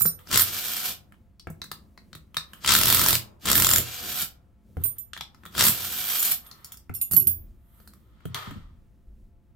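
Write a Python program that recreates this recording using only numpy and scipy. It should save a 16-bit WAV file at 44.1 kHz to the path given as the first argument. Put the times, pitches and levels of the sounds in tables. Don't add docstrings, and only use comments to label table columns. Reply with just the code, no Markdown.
import sys
import numpy as np
from scipy import signal
from scipy.fft import rfft, irfft, next_fast_len
from scipy.io import wavfile
from scipy.ndimage import uniform_filter1d

SR = 44100
rng = np.random.default_rng(int(sys.argv[2]) if len(sys.argv) > 2 else 0)


def transcribe(signal):
    frames = np.atleast_2d(signal).T
    limited = np.clip(frames, -1, 1)
    pcm = np.round(limited * 32767).astype(np.int16)
    wavfile.write(sys.argv[1], SR, pcm)


N = 421155


def undb(db):
    return 10 ** (np.asarray(db) / 20)


def shape(x, table, share=1):
    hz, db = np.transpose(table)
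    size = next_fast_len(x.shape[-1])
    f = np.maximum(np.arange(size // 2 + 1) * SR / size, 1)
    gain = undb(share * np.interp(np.log(f), np.log(hz), db))
    return irfft(rfft(x, size) * gain, size)[..., :x.shape[-1]]


def unit(x):
    return x / np.sqrt(np.mean(x ** 2))


def walk(rate):
    hold = int(SR / rate)
    steps = np.repeat(rng.standard_normal(N // hold + 1), hold)
    return uniform_filter1d(uniform_filter1d(steps, hold), hold)[:N]


def pair(alike, size=N):
    mid, left, right = rng.standard_normal((3, size))
    alike = np.clip(alike, 0, 1)
    return np.sqrt(alike) * mid + np.sqrt(1 - alike) * np.array([left, right])


def add(out, s, sound, db, pan_db):
    i = int(s * SR)
    peak = max(np.abs(sound.mean(axis=0)).max(), .5 * np.abs(sound).max())
    sound = sound[:, :N - i] * undb(db) / peak
    out[:, i:i + sound.shape[1]] += sound * undb(np.array([[pan_db], [-pan_db]]) / 2)


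def ring(modes, scatter_db, detune, push_s):
    hz, db, t60 = np.transpose(modes)[:, :, None]
    t = np.arange(int(SR * t60.max())) / SR
    strength, offset, start, lag = rng.standard_normal((4, len(hz), 1))
    size = undb(db + scatter_db * strength - 60 * t / t60) * (1 - np.exp(-t / push_s))
    phase = 2 * np.pi * hz * (1 + detune * offset) * t + start
    step = lag * np.minimum(hz / 2000, 1) ** 0.32
    left = (size * np.sin(phase + step)).sum(axis=0)
    right = (size * np.sin(phase - step)).sum(axis=0)
    return np.array([left, right])


def burst(t60, rise_s, alike):
    t = np.arange(int(SR * t60)) / SR
    return pair(alike, size=len(t)) * undb(-60 * t / t60) * (1 - np.exp(-t / rise_s)) ** 2


def crack(lo_hz, t60, rise_s):
    highpass = signal.butter(4, lo_hz, "high", fs=SR, output="sos")
    return signal.sosfilt(highpass, burst(t60, rise_s, .5))


SWELL_DB = -20


def swell(s, rise_s, fall_s, db):
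    t = np.arange(N) / SR - s
    return undb(np.maximum(db + SWELL_DB * np.maximum(-t / rise_s, t / fall_s), -200))


# (frequency [Hz], density before scaling to rms 1 [dB])
SHOP_AIR = [(35, -28.5), (60, 2.5), (287, -20.5), (346, -26.5), (469, -37.5), (682, -32), (767, -38),
            (862, -33.5), (2650, -43.5), (6000, -56.5), (13000, -62), (16000, -68)]
# (frequency [Hz], level [dB])
MACHINERY_HUM = [(344.5, -81), (414.5, -87), (516.8, -85), (689.1, -82), (861.3, -87), (1319, -91.5)]
# (loudest time [s], rise [s], fall [s], rumble level [dB])
JOLTS = [(7.4, .12, 0.38, -47), (8.62, 0.11, .35, -45.5), (9.09, 0.044, 0.34, -46.5)]
SHOP_AIR_DB = -57
RUMBLE_DB, RUMBLE_UNDER_SHAKE_DB, BOOM_DB = -67, -8.5, -63.5


def shop():
    t = np.arange(N) / SR
    air = unit(shape(pair(0.67), SHOP_AIR)) * undb(SHOP_AIR_DB + 1.5 * walk(6.7))
    *_, load, shake_db = trigger()
    hum = 0
    for hz, db in MACHINERY_HUM:
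        hum = hum + undb(db + 1.0 + 3.5 * walk(15)) * np.sin(2 * np.pi * hz * t)
    low_band = signal.butter(2, [22, 58], "band", fs=SR, output="sos")
    rumble = unit(signal.sosfilt(low_band, pair(1.0)))
    jolted = sum(swell(*jolt) for jolt in JOLTS)
    shaken = undb(RUMBLE_DB) + load * undb(shake_db + RUMBLE_UNDER_SHAKE_DB) + jolted
    boom_colour = [(49.3, -18.5)] + [(hz, db) for hz, db, _ in BENCH_MODES] + [(820, -36)]
    boom = unit(shape(pair(.85), boom_colour)) * undb(BOOM_DB + 4.4 * walk(8.6))
    return air + hum + rumble * shaken + boom


# (time [s], reference level [dB], left minus right [dB], low modes relative to the reference before a 6 dB cut [dB])
FIRST_PLATE_HITS = [(0.0, -19.5, -6.5, -6.5), (0.0174, -12, -17, -9), (0.0585, -12.5, -5.5, -11.5),
                    (4.8372, -16.5, -7, -16), (4.8597, -29, -29, -30), (4.9828, -24.5, 0, -16)]
SECOND_PLATE_HITS = [(6.1938, -19, 9, -1), (6.2494, -19.5, 19, -2), (6.314, -14.5, 1, -7),
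                     (6.465, -38, 2, -16), (6.647, -46, 0, 6), (6.72, -39, 2, -3),
                     (6.9396, -31, -14, -20.5), (6.9498, -23.5, 2.5, -12), (6.9644, -37.5, -8, -13),
                     (7.013, -14.5, -2, -15), (7.1104, -27, -12, -19.5), (7.1197, -14, -5, -17),
                     (7.1346, -16, 10.5, -10), (7.1643, -11.5, -17.5, -21), (7.1994, -20.5, -12, -14.5),
                     (7.2704, -8.5, -2.5, -27.5), (7.2994, -43, -19, -24)]
# (frequency [Hz], relative level [dB], time to fall 60 dB [s])
FIRST_PLATE_MODES = [(3985, -33, .12), (4630, -32, .11), (5490, -30, .12), (6196, -33, .1),
                     (7205, -19, .16), (8000, -30, .16), (9515, -10, .13), (10060, -26, .18),
                     (11720, -20, .15), (12020, 0, .13), (12220, -11, .14), (13590, -30, .12),
                     (14985, -11, .15), (15295, -6, .12)]
SECOND_PLATE_MODES = [(2750, -38, .17), (3450, -39, .12), (4425, -30, .12), (5405, -31, .12),
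                      (7047, -23, .12), (7994, -38, .12), (9351, -10, .13), (9900, -28, .12),
                      (11780, 0, .12), (11830, -12, .2), (12220, -12, .1), (12550, -25, .1),
                      (13570, -38, .15), (14860, -14, .2), (15180, -16, .14)]


def plates():
    out = np.zeros((2, N))
    for hits, table in ((FIRST_PLATE_HITS, FIRST_PLATE_MODES), (SECOND_PLATE_HITS, SECOND_PLATE_MODES)):
        modes = np.array(table)
        low = modes[:, 0] < 8500
        for s, db, pan_db, low_db in hits:
            add(out, s, ring(modes[~low], 3, .0008, .001), db - 3, pan_db)
            add(out, s, ring(modes[low], 3, .002, .0005), db + low_db - 6, pan_db / 2)
            add(out, s, crack(2400, 0.007, 0.00019), db - 12.5, pan_db)
    return out


# (time [s], body peak [dB],
# note over body [dB], treble over body [dB], thump over body [dB], note [Hz])
CLICKS_AND_KNOCKS = [(0.008, -29, -8.5, 12.5, -4.5, 5450), (0.054, -27.5, -4, -3, 2.5, 5440),
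                     (0.19, -47.5, 0.5, 2, -7.5, 3190), (0.272, -39, -0.5, -9, -10.5, 5260),
                     (1.122, -47.5, -8, -6, -21, 3030), (1.142, -52, -6, -24, -16, 3020),
                     (1.396, -54.5, 17, -10, -11, 4350), (1.471, -28.5, -43, -47, 0.5, 2900),
                     (1.501, -46, -23, 8, 13.5, 4680), (1.617, -30.5, 4.5, -22, -10, 4030),
                     (1.641, -39, -2, 3, -8, 4420), (1.715, -27, 0.5, -1, -17, 4220),
                     (1.976, -38, -5, -16.5, -23, 4430), (2.13, -37, 2, -18.5, -11, 4160),
                     (2.151, -36.5, 0, -0.5, -3.5, 3690), (2.344, -36, 0, -5, -13, 2940),
                     (2.368, -20, 4.5, -6, -18.5, 3980), (2.533, -36.5, -1, 0.5, -12.5, 3110),
                     (2.646, -21.5, 0.5, -6, -16, 3200), (3.459, -25, -1.5, 7, -9, 3290),
                     (4.218, -31, -5.5, 14, -10, 3097), (4.769, -37.5, -15, -9, 13, 3120),
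                     (4.853, -40.5, -17, 4, 2, 4000), (5.133, -29, 1, -26, -22, 3340),
                     (5.165, -30, -15, -21, -21, 3380), (5.175, -37, 6.5, -2, -13.5, 3350),
                     (5.209, -26.5, 2.5, -24, -16.5, 3560), (5.346, -45.5, -4, -16, -7.5, 4780),
                     (5.435, -40.5, -11, -16, -12.5, 3560), (5.453, -33.5, -9, -1, -18.5, 3460),
                     (5.461, -36.5, 1, -4, -4.5, 3376), (5.55, -28.5, -2, -3.5, -22, 3300),
                     (6.227, -34.5, 3, 22, -24, 3400), (6.463, -51, 4, 0, -17, 3430),
                     (6.513, -47, 13, -9, -16, 4480), (6.645, -46, 11, 18, -17, 4950),
                     (6.72, -49.5, 9.5, 20, -20, 3423), (6.742, -48, 1, 1, -13, 5330),
                     (6.771, -57, 15.5, 20, -5, 5300), (6.895, -33, -42, -36, 4, 2970),
                     (7.112, -39, 2, 22.5, 8.5, 4422), (7.134, -31, -8.5, 16.5, 4.5, 5500),
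                     (7.801, -52, -5.5, -6, -1.5, 4410), (7.875, -43, -2.5, 5.5, -20.5, 4260),
                     (7.935, -50.5, -1, 6, -16, 4570), (8.205, -51, -22, -13, -10.5, 3100),
                     (8.254, -36, -6, -1.5, 7, 3100), (8.345, -27, 10.5, 3, -9, 3540),
                     (8.509, -36.5, -6, -7, -2, 3180)]
# (frequency [Hz], relative level [dB])
HOUSING = [(250, -23), (600, -14), (1000, -2), (1280, 5), (1600, -0.5), (2300, -9), (4000, -32.5)]
# (frequency [Hz], relative level [dB], time to fall 60 dB [s])
THUD_MODES = [(90, -3, 0.13), (162, -3, 0.2), (208, -8, 0.096), (273, -5.5, 0.062), (336, -0.5, 0.028),
              (413, -3, 0.0089), (475, -4, 0.033), (660, -8, 0.031)]
KNOCK_PAN_DB = 1.5
TICK_DB = -7.5


def clicks_and_knocks():
    out, pan_db = np.zeros((2, N)), KNOCK_PAN_DB
    for s, db, high_db, top_db, thump_db, note_hz in CLICKS_AND_KNOCKS:
        resonance = signal.iirpeak(note_hz, 7.5, fs=SR)
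        note = signal.lfilter(*resonance, burst(.02, .0002, .6))
        body = shape(burst(.018, .0003, .7), HOUSING)
        add(out, s, body, db, pan_db)
        add(out, s, note, db + high_db, pan_db)
        add(out, s, crack(1700, 0.0024, 0.0006), db + high_db + TICK_DB, pan_db)
        add(out, s, crack(7000, 0.038, 0.00013), db + top_db, pan_db)
        add(out, s, ring(THUD_MODES, 3, .05, .0015), db + thump_db, 0)
    return out


# (time [s], peak [dB])
THUMPS = [(0.014, -31.5), (1.474, -38), (4.771, -30.5), (4.8, -33), (6.897, -34), (7.167, -29),
          (7.208, -32.5), (7.266, -28.5), (8.284, -33), (8.472, -32), (8.509, -36.5), (8.558, -35)]
# (frequency [Hz], relative level [dB], time to fall 60 dB [s])
BENCH_MODES = [(89.9, -0.5, 0.51), (118.9, -1.5, 0.48), (164, -1.5, 0.22), (205, 7, 0.074),
               (258, -4.5, 0.12), (354.2, -6.5, 0.18), (440, -16, 0.043), (550, -12, 0.023)]


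def thumps():
    out = np.zeros((2, N))
    for s, db in THUMPS:
        add(out, s, ring(BENCH_MODES, 5.9, 0.046, 0.0036), db, 0)
    return out


# (loudest time [s], rise [s], fall [s], rub level [dB], hiss over rub [dB])
SCUFFS = [(.2, 0.032, 0.18, -59, -4.5), (2.58, .2, 0.099, -58, -5.5), (4.82, 0.056, 0.14, -57, -1),
          (4.97, 0.025, 0.036, -66.5, -4), (5.55, .25, .03, -59.5, -9), (6.205, 0.06, 0.097, -49, 20.5),
          (6.315, 0.17, 0.024, -51, 18), (6.45, 0.027, 0.27, -59, 0.5), (6.719, 0.46, 0.097, -60.5, -20),
          (7.8, 0.25, 0.31, -67, 3.5), (8.355, .005, 0.16, -35.5, -14.5), (8.47, 0.3, 0.18, -50, -41.5)]
# (frequency [Hz], density before scaling to rms 1 [dB])
RUB = [(240, -38), (400, -10.5), (682, -13), (1120, -5), (1210, 0), (1630, -12), (1840, -8.5),
       (2640, -18.5), (3170, -11.5), (5860, -27), (9000, -30), (11700, -62.5), (19800, -120)]


def scuffs():
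    grain = undb(1.0 * walk(210))
    rub = unit(shape(grain * pair(0.14), RUB))
    hiss = unit(shape(grain * pair(0.18), FAN))
    out = 0
    for s, rise_s, fall_s, db, hiss_db in SCUFFS:
        out = out + swell(s, rise_s, fall_s, db) * (rub + undb(hiss_db) * hiss)
    return out


# (full load [s], steady blows from [s], bolt loose [s], trigger off [s],
# gears under load [dB], fan under load [dB], gears just free [dB], gears at the end [dB],
# fan just free [dB], fan at the end [dB], bench shake under load [dB], anvil ring at the last blow over the blow [dB])
PULLS = [(0.34, .373, 0.4, 0.91, -27, -20.5, -37.5, -36, -36.5, -34, -48, -11),
         (2.687, 2.765, 3.148, 3.148, -26, -26.5, -40, -40, -40, -40, -36, -20),
         (3.484, 3.53, 3.79, 4.225, -30, -25, -43.5, -34.5, -47, -30.5, -34, -4),
         (5.596, 5.683, 5.692, 6.322, -28.5, -22, -38.5, -34.5, -35.5, -29, -42, -8)]
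SPIN_UP_S, SPIN_UP_DB, FIRST_BITE_DB, SAG_DB = 0.085, -38.5, 5, -5
FAN_LAG_S, FAN_EARLY_DB, FAN_SURGE_DB, FAN_SETTLE_S = 0.082, -8, 4.5, 0.031
UNLOAD_S, FREE_SHAKE_DB = .05, -52
BRAKE_S, BRAKE_DB = .065, -32


def trigger():
    t = np.arange(N) / SR
    gear, fan, load, shake = np.full((4, N), -150.)
    for full, _, loose, off, gear_db, fan_db, *free_db, shake_db, _ in PULLS:
        runs = off > loose + UNLOAD_S
        if runs:
            free_s = [loose + UNLOAD_S, off]
            gear_free, gear_end, fan_free, fan_end = free_db
        else:
            free_s = []
            gear_free = gear_end = gear_db + SAG_DB
            fan_free = fan_end = fan_db
        lag, rest, edge = full + FAN_LAG_S, full - SPIN_UP_S, .03
        stop_s = [off + BRAKE_S, off + BRAKE_S + edge]
        gear_s = [rest - edge, rest, full, lag, loose] + free_s + stop_s
        gear_pts = [-150, gear_db + SPIN_UP_DB, gear_db + FIRST_BITE_DB, gear_db, gear_db + SAG_DB]
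        gear_pts += [gear_free, gear_end][:len(free_s)] + [gear_end + BRAKE_DB, -150]
        fan_s = gear_s[:4] + [min(lag + FAN_SETTLE_S, loose)] + gear_s[4:]
        fan_pts = [-150, fan_db + SPIN_UP_DB + FAN_EARLY_DB, fan_db + FAN_EARLY_DB]
        fan_pts += [fan_db + FAN_SURGE_DB, fan_db, fan_db]
        fan_pts += [fan_free, fan_end][:len(free_s)] + [fan_end + BRAKE_DB, -150]
        gear = np.maximum(gear, np.interp(t, gear_s, gear_pts))
        fan = np.maximum(fan, np.interp(t, fan_s, fan_pts))
        held = np.interp(t, [rest, full, loose, loose + UNLOAD_S], [0, 1, 1, 0])
        load = np.maximum(load, held)
        shake = np.maximum(shake, FREE_SHAKE_DB + held * (shake_db - FREE_SHAKE_DB))
    return gear, fan, load, shake


# (frequency [Hz], density before scaling [dB])
GEARS = [(240, -44.5), (400, -19), (486, -11), (631, -14.5), (710, -4.5), (885, -10.5), (1470, -0.5),
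         (2070, -9), (2350, -1), (2580, -6.5), (3090, -0.5), (5860, -5), (9000, -9.5), (11700, -35.5),
         (19800, -120)]
STRAIN = [(240, -30), (400, -9.5), (748, -16), (957, -3.5), (1340, 3.5), (1860, -3.5), (2580, -5.5),
          (3220, 1), (4690, -2), (5340, -1.5), (5930, -7), (9000, -6), (11700, -33), (19800, -120)]
FAN = [(4710, -33), (8000, -10.5), (11000, -7.5), (12800, -1), (14100, -3), (14800, -3.5), (15900, -18),
       (16400, -20)]
SHAKE = [(18, -30), (30, -20), (86, 0), (140, -4), (183, 0.5), (254, -3.5), (357, -6.5), (441, -10),
         (700, -9), (910, -45.5), (1540, -120)]
# (multiple of the shaft rate, level [dB])
WHINE = [(2, -61), (3, -57), (6, -58), (10, -56), (12, -53), (13, -57), (20, -58), (30, -55), (50, -54)]
SHAFT_HZ, WHINE_DB = 242.3, -1
SLOWED_SHARE, SPEED_UP_S = .12, .06


def motor():
    gear_db, fan_db, load, shake_db = trigger()
    inertia = int(SPEED_UP_S * SR)
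    slowed = signal.lfilter([1 / inertia], [1, 1 / inertia - 1], load)
    turns = np.cumsum(SHAFT_HZ * (1 + .004 * walk(12) - SLOWED_SHARE * slowed)) / SR
    chatter = undb(3 * walk(400) + 1.5 * walk(60))
    teeth = chatter * pair(0.65)
    gears = (1 - load) * unit(shape(teeth, GEARS)) + load * unit(shape(teeth, STRAIN))
    once_a_turn = 1 + 0.35 * np.cos(2 * np.pi * turns)
    fan = unit(shape(chatter * once_a_turn * pair(0.13), FAN))
    shake = unit(shape(pair(.5), SHAKE)) * undb(4 * walk(14))
    whine = sum(undb(db + 3 * walk(25)) * np.sin(2 * np.pi * order * turns) for order, db in WHINE)
    spinning = undb(np.minimum(gear_db + 40, 0))
    tool = undb(gear_db) * gears + undb(fan_db) * fan + spinning * undb(WHINE_DB) * whine
    return tool * undb(np.array([[.7], [-.7]])) + spinning * undb(shake_db) * shake


# (frequency [Hz], relative level [dB], time to fall 60 dB [s])
ANVIL_MODES = [(7150, -3, .016), (7300, 0, .016)]
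BLOW_PERIOD_S, BLOW_JITTER_S = .0228, .0008
SKIP_PERIOD_S, SKIP_LEAD_S = .015, .03
BLOW_DB, BLOW_TREBLE_DB, BLOW_THUMP_DB, BLOW_SCATTER_DB = -10.5, -9, -34.5, 2
FIRST_ANVIL_DB = -16.5
BLOWS_GROW_DB_PER_S, BRIGHTEN_DB_PER_S, BRIGHT_AFTER_S = 250.5, 200, .04


def hammer():
    out = np.zeros((2, N))
    for full, steady, loose, *_, last_anvil_db in PULLS:
        seating = np.arange(steady - SKIP_PERIOD_S, full - SKIP_LEAD_S, -SKIP_PERIOD_S)
        regular = np.arange(steady, loose + BLOW_PERIOD_S / 2, BLOW_PERIOD_S)
        for s in np.r_[regular, seating]:
            late, hard, bright, heavy = rng.standard_normal(4)
            grow_db = min(s - full, 0) * BLOWS_GROW_DB_PER_S
            s = s + BLOW_JITTER_S * late
            blow_db = BLOW_DB + BLOW_SCATTER_DB * hard + grow_db
            anvil_db = np.interp(s, [full, loose], [FIRST_ANVIL_DB, last_anvil_db])
            brighten_db = min(s - full - BRIGHT_AFTER_S, 0) * BRIGHTEN_DB_PER_S
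            treble_db = BLOW_TREBLE_DB + BLOW_SCATTER_DB * bright + brighten_db
            add(out, s, shape(burst(.009, .001, .5), STRAIN, .5), blow_db, 1.5)
            add(out, s, ring(ANVIL_MODES, 2, 0.0064, .0015), blow_db + anvil_db, 1.5)
            add(out, s, crack(9500, .009, .001), treble_db, -1.5)
            add(out, s, ring(BENCH_MODES, 3.0, 0.026, 0.0049), BLOW_THUMP_DB + 5.0 * heavy, 0)
    return out


# (centre frequency [Hz], time to fall 60 dB [s], level [dB])
ROOM = [(157, 1, -26), (500.4, 0.75, -7.5), (1420, 0.26, -5.5), (3770, 0.22, -1.5), (9700, 0.18, -2)]


def room(dry):
    t = np.arange(int(.7 * SR)) / SR
    tail = 0
    for hz, t60, db in ROOM:
        band = signal.butter(2, [hz / 1.7, hz * 1.7], "band", fs=SR, output="sos")
        decay = undb(-60 * t / t60) * (1 - np.exp(-t / 0.0024))
        noise = signal.sosfilt(band, rng.standard_normal((2, len(t))))
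        tail = tail + undb(db) * noise * decay / np.sqrt(np.sum(decay ** 2))
    return signal.fftconvolve(dry.mean(axis=0)[None], tail, axes=1)[:, :N]


def scene():
    bench = plates() + clicks_and_knocks() + thumps() + scuffs() + motor() + hammer()
    return bench + room(bench) + shop()


# (frequency [Hz], left minus right before 0.9 of it is applied [dB])
PORTS = [(4000, 0.5), (8000, 5.5), (13000, -8.5)]
TOP_HZ = 15750


def record(dry):
    heard = np.array([shape(dry[0], PORTS, 0.4), shape(dry[1], PORTS, -1 / 2)])
    lowpass = signal.ellip(8, .2, 70, TOP_HZ, fs=SR, output="sos")
    return signal.sosfilt(lowpass, np.clip(heard, -.85, .85))


dry = scene()
out = record(dry)
transcribe(out)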